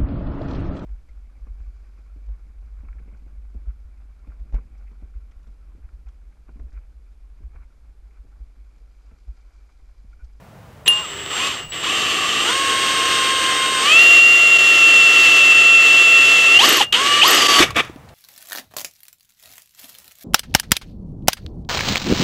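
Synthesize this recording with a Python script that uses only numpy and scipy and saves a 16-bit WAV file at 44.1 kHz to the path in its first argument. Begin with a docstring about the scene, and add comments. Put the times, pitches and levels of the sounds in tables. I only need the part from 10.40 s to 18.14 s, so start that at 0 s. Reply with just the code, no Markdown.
"""Hole saw in a cast-iron lid

A cordless drill cuts into a lid on a lawn: rumble and air behind, motor and saw in front.
Motor: sines on multiples of the turning field, plus switching whistles whose sidebands spread with speed.
Saw: noise chips through resonances of lid, teeth and cup; short grabs, knocks, squeaks and a ground jolt.
The speed moves in steps; the saw slips free twice, jams and stops."""
import sys
import numpy as np
from scipy import signal
from scipy.fft import rfft, irfft
from scipy.io import wavfile
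from scipy.ndimage import uniform_filter1d

SR = 44100
rng = np.random.default_rng(int(sys.argv[2]) if len(sys.argv) > 2 else 0)


def materialize(psi):
    """Save the field psi as 16-bit PCM at rate SR to the path in sys.argv[1].

    A 1-D psi becomes a single channel; in a 2-D psi each row is a channel.
    """
    bounded = np.clip(np.atleast_2d(psi).T, -1, 1)
    quanta = np.round(bounded * 32767).astype(np.int16)
    wavfile.write(sys.argv[1], SR, quanta)


N = 341334

# lawn noise spectrum: [f/Hz, relative level/dB]
LAWN_SPECTRUM = [(15, -40), (25, -22), (48, -12), (61, -5.5), (156, -5), (178, -9), (331, -21), (598, -14),
                 (1710, -25), (4500, -37.5), (12500, -43), (13900, -45), (15500, -40)]
LAWN_RMS_DB = -44

# trigger and hand moves: [t/s, field speed headed for/Hz, lag/s, drive/dB, switching/dB, tooth bite/dB]
TRIGGER_MOVES = [(.449, 212.5, 0.025, -0.5, -37.5, -1), (.606, 132, 0.028, 2.5, -39.5, -3),
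                 (0.9001, 379.5, 0.032, -1, -35.5, 2.5), (1.0863, -112, 0.07, -4.5, -42.5, -1),
                 (1.2966, 160.5, .025, -6, -37.5, -0.5), (1.4197, 385, 0.019, 0.5, -38.5, 0.5),
                 (2.02, 707, 0.069, 1, -33.5, -0.5), (2.1068, 540, 0.06, -1.5, -34, -2),
                 (2.3, 528, 0.27, -1, -34.5, -1.5), (3.4118, 718, 0.056, -1.5, -33, 1),
                 (3.56, 688, 0.051, 1.1, -37, 2), (3.8, 678, .25, 0, -36, -1.5),
                 (4.19, 673.5, .25, -1.1, -37, -0.5), (6.11, 720, .035, 1.5, -38, 0),
                 (6.175, 1850, 0.051, 2, -49, 1.5), (6.258, 1329.5, 0.038, -2.5, -47, -1),
                 (6.325, 850, 0.033, -8.5, -47, -2), (6.403, 342.5, .012, 4.5, -50, -2),
                 (6.424, 340, 0.016, -24, -42, -10), (6.4874, 585.5, 0.039, 0.5, -37.5, 0.5),
                 (6.812, 1420, 0.022, 2, -46, 0.5), (6.935, 1158, .022, -1.5, -48, 0.5),
                 (7.08, 1100, 0.063, 0.5, -50.5, 1.5)]
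INITIAL_FIELD_HZ, MIN_FIELD_HZ = 197, 5
LEVEL_SMOOTHING_S = .015
# short level dips: [t/s, motor depth/dB, saw depth/dB, Gaussian half-width at 1/e/s]
LEVEL_DIPS = [(4.18, -14, -5, .005), (5.14, -8, 0, .006), (6.185, -16, -8, .004), (7.078, -14, -10, .005)]

MOTOR_ON_S, MOTOR_OFF_S = 0.4565, 7.2
# trigger let go between the cuts: (start t/s, end t/s)
TRIGGER_PAUSE_S = (6.45, 6.527)
POLE_PAIRS = 7
# strong multiples of the field speed
FIELD_MULTIPLES = (1, 2, 3, 4, 5, 7)
# their levels, swelling at housing resonances: [field speed/Hz, one level/dB per strong multiple]
FIELD_LEVELS = [(134, -60, -65, -46.5, -64, -66, -56), (174, -63, -66, -66, -62, -51, -38),
                (215, -62, -66, -49, -41, -32, -44), (289, -52, -58, -39, -49, -33, -51),
                (362.6, -43, -64, -28.5, -50, -52, -27), (388, -59, -42.5, -34.5, -55, -42, -29),
                (482, -36, -29, -36, -53, -38, -28), (527.4, -42, -23, -35, -32, -34, -32),
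                (586, -48, -20.5, -31.5, -26.5, -18.5, -39), (600, -40, -20.5, -27, -20, -15, -40),
                (643.2, -30, -23.5, -36, -7.5, -17, -31), (680.3, -40, -28.5, -41, -9, -27, -50),
                (704, -34, -41, -46, -7.5, -42, -50), (785.4, -24.5, -45, -34, -12.5, -37, -45),
                (920, -21.5, -48, -14, -24, -43, -47), (1100, -14.5, -38, -40, -23, -46, -48),
                (1145.6, -17.5, -39, -39, -21.5, -40, -53), (1230, -21, -42, -42, -21.5, -32, -56),
                (1285.5, -25, -40, -43, -23, -40, -55), (1345, -36, -32, -46, -49, -41, -56)]
# weaker lines, unbalance, gear mesh, high multiples: [multiple of shaft speed, level/dB, waver/dB]
SHAFT_LINES = [(3, -1, 2), (4, 4, 2), (5, 2, 2), (6, 4, 2), (12.24, -10, 4), (13.56, -6, 2), (19.35, -4, 4),
               (20.07, -3, 4), (21.52, 0, 3), (22.76, -6, 2), (31.7, -7, 3), (42, -6, 2), (56, -1.5, 4)]
SHAFT_LINES_DB, SHAFT_FULL_FIELD_HZ = -38, 480
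# housing radiation of the weaker lines: [f/Hz, gain/dB]
HOUSING_GAIN = [(300, -10), (600, -8), (720, -2.5), (900, -12.5), (1150, 8), (1600, 1.5), (2200, 6.5),
                (2800, -2), (3200, 15.5), (3600, -1), (4100, -8), (5500, -13), (8000, -4), (11000, -30)]
SIXTH_FROM_HZ, SIXTH_FADE_HZ, SIXTH_DB = 1190, 90, -28.5
SWITCH_HZ = 7806
# switching whistles: [multiple of switching rate, multiple of field added, level/dB]
SWITCH_SIDEBANDS = [(1, 0, -7.5), (1, -1, 3), (1, 1, -2), (1, -2, -17), (1, 2, -10), (2, -1, -24),
                    (2, -2, -22)]
# housing radiation of the whistles: [f/Hz, gain/dB]
WHISTLE_GAIN = [(6400, -4), (7000, 8.5), (7130, 2), (7270, -10.5), (7420, -0.5), (7600, -0.5), (8000, -9.5),
                (8190, -0.5), (8340, 5), (8480, -2), (8900, 0), (9200, -24), (14300, -1), (15500, 4)]

STRIKE_S, LIFT_S, CUT_END_S = .479, 6.432, 7.2  # cup hits the iron, teeth leave it, last cut ends
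JAM_S, JAM_FADE_S = 7.21, 0.0089  # saw tight in the hole: cup damped, lid dragged
# steady cut against speed: [field speed/Hz, scrape/dB, then below scrape: lid/dB, hiss/dB, top/dB]
CUT_LEVELS = [(8.03, -46, -2, -7.5, -24), (75, -38.5, 2, -8, -35), (131, -31.5, -0.5, -10, -23.5),
              (212, -29, -4, -9.5, -25), (384, -24.5, -4.5, -8, -22), (495, -21.5, -3, -5, -21),
              (704, -20, -5.5, -6, -19), (900, -19.5, -5.5, -4.5, -18.5), (1140, -16.5, -2.5, -3.5, -16),
              (1370, -15.5, -1, -3.5, -16)]
# grabs of the teeth: [t/s, scrape/dB, attack/s, hold/s, t60/s, below scrape: lid/dB, hiss/dB]
TOOTH_GRABS = [(0.46, -24.5, .001, 0.016, .08, -16, -20), (.478, -22, 0.0025, 0.0033, 0.028, -13, -5),
               (1.318, -28, 0.0036, .012, 0.2, -8.5, -17), (1.425, -23.5, 0.013, 0.01, 0.23, -10, -14),
               (6.187, -15, .005, .008, 0.097, -16, -14), (6.405, -18.5, .006, .018, 0.069, -2.5, -7.5),
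               (6.432, -33, 0.0031, 0.0097, 0.14, -3, -9), (6.524, -12.5, 0.0011, 0.025, .2, -20, -17),
               (6.82, -15, 0.0063, .01, .12, -14, -18), (7.18, -13.5, .01, 0.026, 0.17, 1, -6),
               (7.222, -12, 0.0039, 0.011, 0.087, -1.5, -11.5),
               (7.27, -37.5, 0.0061, 0.034, 0.16, 4.5, -12), (7.345, -33, .003, .01, .05, 0, -11),
               (7.353, -13.5, 0.017, 0.037, .035, 0.5, -15), (7.41, -36, 0.0055, 0.014, .28, 4, -8.5)]
GRAB_TOP_BELOW_HISS_DB = -11
# lid rumble resonances: [f/Hz, width/Hz, level/dB]
LID_MODES = [(337, 168, 1), (474.6, 92, -1.5), (684, 346, 1.5), (1097, 136, -2.5), (1240, 172, 6),
             (1654, 610, 0.5), (1955, 533, 8.5)]
# scrape resonances while the saw turns freely in its cut: [f/Hz, width/Hz, level/dB]
TEETH_MODES = [(2663, 1220, -4.5), (3012, 458, 1), (3256, 146, -5), (3560, 570, -4.5)]
# scrape resonances of the dragged lid after the jam: [f/Hz, width/Hz, level/dB]
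DRAG_MODES = [(2244, 110, -1), (2540, 205, 1), (2800, 600, 0), (3590, 480, -2)]
# hiss resonances: [f/Hz, width/Hz, level/dB]
HISS_MODES = [(4365, 720, -0.5), (5510, 1400, -2.5), (6270, 1040, 0.5), (7830, 1250, -5.5)]
# top resonances: [f/Hz, width/Hz, level/dB]
TOP_MODES = [(9020, 530, 0.5), (10450, 1600, 8), (10940, 800, 8), (12560, 900, 7.5)]
# cancelling lid modes: [f/Hz, width/Hz, share taken out/0-1]
LID_NODES = [(4050, 260, 0.35)]
# saw-cup modes: [f/Hz, level re scrape drive/dB, struck level/dB, t60/s]
CUP_MODES = [(2817, -9.5, -4, .35), (10720, -34, -13, .1), (12400, -44, -26, .07), (11700, -44, -30, .1),
             (5900, -44, -20, .02), (4250, -44, -22, .02)]

# knocks on the iron: [t/s, crack gain/dB, thud f/Hz, thud level/dB, crack t60/s]
IRON_KNOCKS = [(0.461, -22, 527, -38, 0.024), (0.467, -24, 437, -28, 0.028), (0.478, 7.5, 453, -25, 0.019),
               (1.319, -28, 353, -46, 0.03), (6.407, -6, 834, -10.5, 0.03), (6.42, -12, 475, -37, 0.021),
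               (6.526, 2.5, 388, -38, 0.024), (7.204, 2, 342, -4, 0.045), (7.227, 5.5, 390, -11, 0.026),
               (7.306, -10.5, 1130, -22, 0.03), (7.365, -1, 417, -16, 0.019), (7.449, -20, 417, -44, 0.03),
               (7.497, -28, 330, -25, 0.02), (7.56, -29, 271, -26.5, 0.019),
               (7.689, -29, 492, -55.5, 0.051)]
CRACK_RMS, THUD_T60_RATIO = 0.16, 1.74  # noise rms at 0 dB crack gain; thud t60 re crack t60
# squeaks of the free cup: [t/s, level/dB, f/Hz, t60/s]
CUP_SQUEAKS = [(6.2492, -17, 13100, 0.05), (6.2891, -5.5, 13200, 0.036), (6.3245, -16, 13100, 0.06),
               (6.3674, -15, 13200, 0.05), (6.8768, -10, 13100, 0.05), (6.9047, -9.5, 13190, 0.055),
               (6.9448, -15, 13100, 0.053)]
# ground shaking: [t/s, level/dB]
GROUND_JOLT = [(7.17, -70), (7.21, -32), (7.27, -36), (7.33, -34), (7.43, -42), (7.5, -70)]

LOWPASS_HZ = 15600


def undb(db):
    """Gain of a level in dB."""
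    return 10 ** (np.asarray(db) / 20)


def unit(x):
    """Scale to rms 1."""
    return x / np.sqrt(np.mean(x ** 2))


def decay(t, t60):
    """Exponential decay, 60 dB in t60."""
    return np.exp(-np.log(1000) * t / t60)


def response(table, hz):
    """Gain at hz, interpolated in dB over log frequency."""
    f, db = np.transpose(table)
    return undb(np.interp(np.log(hz + 1), np.log(f), db))


def by_speed(table, hz):
    """Table columns interpolated at field speed hz."""
    speed, *columns = np.transpose(table)
    return [np.interp(hz, speed, column) for column in columns]


def band(x, hz, width):
    """One resonance, gain 1 at the centre."""
    return signal.lfilter(*signal.iirpeak(hz, hz / width, SR), x)


def body(x, modes):
    """Parallel two-stage resonances of alternating sign, rms 1 in total."""
    out = 0
    for k, (f, width, db) in enumerate(modes):
        mode = unit(band(band(x, f, width), f, 2 * width))
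        out = out + (-1) ** k * undb(db) * mode
    return unit(out)


def walk(rate_hz):
    """Random levels held 1 / rate_hz and slewed twice, rms 1."""
    k = int(SR / rate_hz)
    held = np.repeat(rng.standard_normal(N // k + 1), k)
    return unit(uniform_filter1d(uniform_filter1d(held, k), k)[:N])


def add(out, s, x):
    """Mix x into out from time s."""
    i = int(s * SR)
    out[i:i + len(x)] += x[:N - i]


def ring(hz, t60, attack_s=0.00058):
    """A mode set ringing: decaying sine with a soft onset."""
    t = np.arange(SR // 2) / SR
    return np.sin(2 * np.pi * hz * t) * decay(t, t60) * (1 - np.exp(-t / attack_s))


def lawn():
    """Distant rumble and air: shaped noise, wavering a little."""
    spectrum = rfft(rng.standard_normal(N)) * response(LAWN_SPECTRUM, np.fft.rfftfreq(N, 1 / SR))
    return undb(LAWN_RMS_DB + 0.26 * walk(4.4)) * unit(irfft(spectrum, N))


def ground_jolt():
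    """Ground shaking: noise through two low resonances under a level curve."""
    level_db = np.interp(np.arange(N) / SR, *np.transpose(GROUND_JOLT))
    return undb(level_db) * body(rng.standard_normal(N), [(75, 44, -0.15), (150, 67, -1.9)])


def knocks():
    """Saw on iron: a decaying noise crack and a thud of the lid on the turf."""
    out, t = np.zeros(N), np.arange(SR // 2) / SR
    for s, crack_db, thud_hz, thud_db, t60 in IRON_KNOCKS:
        noise = unit(band(rng.standard_normal(SR // 2), 3000, 2200))
        crack = CRACK_RMS * noise * decay(t, t60)
        thud = ring(thud_hz, THUD_T60_RATIO * t60, 0.00012)
        add(out, s, undb(crack_db) * crack + undb(thud_db) * thud)
    return out


def struck_cup():
    """The cup hits the iron: all its modes ring at once."""
    out = np.zeros(N)
    for hz, _, struck_db, t60 in CUP_MODES:
        add(out, STRIKE_S, undb(struck_db) * ring(hz, t60))
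    return out


def squeaks():
    """Rim squeaks as the cup spins free: short decaying sines."""
    out = np.zeros(N)
    for s, db, hz, t60 in CUP_SQUEAKS:
        add(out, s, undb(db) * ring(hz, t60, 0.0017))
    return out


def trigger():
    """Speed follows each move like a damped mass; drive, switching and bite hold until the next move."""
    t = np.arange(N) / SR
    hz, last_hz = INITIAL_FIELD_HZ, INITIAL_FIELD_HZ
    for s, goal_hz, lag_s, *_ in TRIGGER_MOVES:
        u = np.maximum(t - s, 0) / lag_s
        hz = hz + (goal_hz - last_hz) * (1 - (1 + u) * np.exp(-u))  # critically damped step
        last_hz = goal_hz
    moves = np.transpose(TRIGGER_MOVES)
    current = np.maximum(np.searchsorted(moves[0], t) - 1, 0)
    levels_db = uniform_filter1d(moves[3:, current], size=int(LEVEL_SMOOTHING_S * SR), axis=1)
    return [np.maximum(hz, MIN_FIELD_HZ), *levels_db]


def grab_power():
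    """Power of scrape, lid, hiss and top as the teeth grab: attack, hold, release."""
    t, power = np.arange(N) / SR, 0
    for s, scrape_db, attack_s, hold_s, t60, lid_db, hiss_db in TOOTH_GRABS:
        attack = np.clip((t - s) / attack_s, 0, 1)
        release = decay(np.maximum(t - s - attack_s - hold_s, 0), t60)
        below_db = np.array([[0], [lid_db], [hiss_db], [hiss_db + GRAB_TOP_BELOW_HISS_DB]])
        power = power + (attack * release * undb(scrape_db + below_db)) ** 2
    return power


def cut_gains(hz, bite_db):
    """Gains of scrape, lid, hiss and top: steady cut and grabs summed in power."""
    t = np.arange(N) / SR
    first_cut = (t > STRIKE_S) & (t < LIFT_S)
    second_cut = (t > TRIGGER_PAUSE_S[1] + .006) & (t < CUT_END_S)
    gate = uniform_filter1d(1. * (first_cut | second_cut), size=400)
    scrape_db, *below_db = by_speed(CUT_LEVELS, hz)
    steady = gate * undb(scrape_db + bite_db + np.array([0 * t, *below_db]))
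    return np.sqrt(steady ** 2 + grab_power())


def scraped_cup(push, chips):
    """Scraping drives the cup's narrow modes, which ring on after the drive."""
    out = 0
    for hz, db, _, t60 in CUP_MODES:
        width = np.log(1000) / np.pi / t60
        out = out + undb(db) * band(push * chips, hz, width) / np.std(band(chips, hz, width))
    return out


def saw(hz, bite_db):
    """Dense chips of uneven size drive lid, teeth and cup; the jam damps the cup and drags the lid."""
    t = np.arange(N) / SR
    push, lid_gain, hiss_gain, top_gain = cut_gains(hz, bite_db)
    chip_db = 1.9 * rng.exponential(size=N) + 0.5 * walk(150) + 0.86 * walk(9)
    chips = rng.standard_normal(N) * undb(chip_db)
    free = np.clip((JAM_S - t) / JAM_FADE_S, 0, 1)
    teeth = free * body(chips, TEETH_MODES) + (1 - free) * body(chips, DRAG_MODES)
    lid = body(chips, LID_MODES)
    hiss = body(chips, HISS_MODES)
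    top = signal.sosfilt(signal.butter(10, 13700, fs=SR, output="sos"), body(chips, TOP_MODES))
    scrape = push * teeth + lid_gain * lid + hiss_gain * hiss + top_gain * top
    for f, width, share in LID_NODES:
        scrape -= share * band(scrape, f, width)
    return scrape + free * scraped_cup(push, chips)


def field_tones(turn, hz, drive_db):
    """Magnetic force on the housing: sines on strong field multiples, level set by speed."""
    out = 0
    for k, db in zip(FIELD_MULTIPLES, by_speed(FIELD_LEVELS, hz)):
        gain = undb(drive_db + db + 0.93 * walk(70) + 0.94 * walk(8.6))
        out = out + gain * np.sin(k * turn + k)
    # the 6th multiple whistles thinly at the top of a free spin
    sixth_gain = undb(SIXTH_DB) * np.clip((hz - SIXTH_FROM_HZ) / SIXTH_FADE_HZ, 0, 1)
    return out + sixth_gain * np.sin(6 * turn)


def shaft_tones(turn, hz, drive_db):
    """Unbalance, gears and weak multiples: lines on the shaft speed, growing with its square."""
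    out = 0
    spin = np.minimum(hz / SHAFT_FULL_FIELD_HZ, 1) ** 2
    for k, db, waver_db in SHAFT_LINES:
        gain = undb(SHAFT_LINES_DB + drive_db + db + waver_db * walk(50))
        gain = gain * response(HOUSING_GAIN, k * hz / POLE_PAIRS)
        out = out + gain * spin * np.sin(k * turn / POLE_PAIRS + k)
    return out


def switching_whistle(turn, hz, switch_db):
    """Switching-rate multiples with sidebands offset by the field speed."""
    t, out = np.arange(N) / SR, 0
    for m, k, db in SWITCH_SIDEBANDS:
        gain = undb(switch_db + db + 0.97 * walk(30)) * response(WHISTLE_GAIN, m * SWITCH_HZ + k * hz)
        out = out + gain * np.sin(2 * np.pi * m * SWITCH_HZ * t + k * turn)
    return out


def motor(hz, drive_db, switch_db):
    """Brushless motor: all tones share one field phase, its speed wandering slightly at random."""
    t = np.arange(N) / SR
    shaken_hz = hz + 0.899 * walk(8) + 1.542 * walk(20) + 1.239 * walk(90)
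    turn = 2 * np.pi * np.cumsum(shaken_hz) / SR
    tones = field_tones(turn, hz, drive_db) + shaft_tones(turn, hz, drive_db)
    tones = tones + switching_whistle(turn, hz, switch_db)
    paused = (t > TRIGGER_PAUSE_S[0]) & (t < TRIGGER_PAUSE_S[1])
    released = (t < MOTOR_ON_S) | (t > MOTOR_OFF_S) | paused
    return np.sqrt(2) * tones * uniform_filter1d(1. - released, size=200)  # sqrt(2): levels are rms


def dip_gains():
    """Gains of motor and saw through the short level dips."""
    t = np.arange(N) / SR
    motor_dip_db, saw_dip_db = 0, 0
    for s, motor_db, saw_db, width_s in LEVEL_DIPS:
        dip = np.exp(-((t - s) / width_s) ** 2)
        motor_dip_db = motor_dip_db + dip * motor_db
        saw_dip_db = saw_dip_db + dip * saw_db
    return undb(motor_dip_db), undb(saw_dip_db)


def scene():
    """Drill, saw and knocks over the lawn."""
    background = lawn() + ground_jolt()
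    impacts = knocks() + struck_cup() + squeaks()
    hz, drive_db, switch_db, bite_db = trigger()
    motor_gain, saw_gain = dip_gains()
    drill = saw(hz, bite_db) * saw_gain + motor(hz, drive_db, switch_db) * motor_gain
    return (background + impacts + drill)[None]


def record(dry):
    """The microphone rounds the loudest peaks and cuts the top."""
    rounded = np.tanh(.7 * dry) / .7
    return signal.sosfilt(signal.ellip(10, .2, 100, LOWPASS_HZ, fs=SR, output="sos"), rounded)


dry = scene()
out = record(dry)
materialize(out)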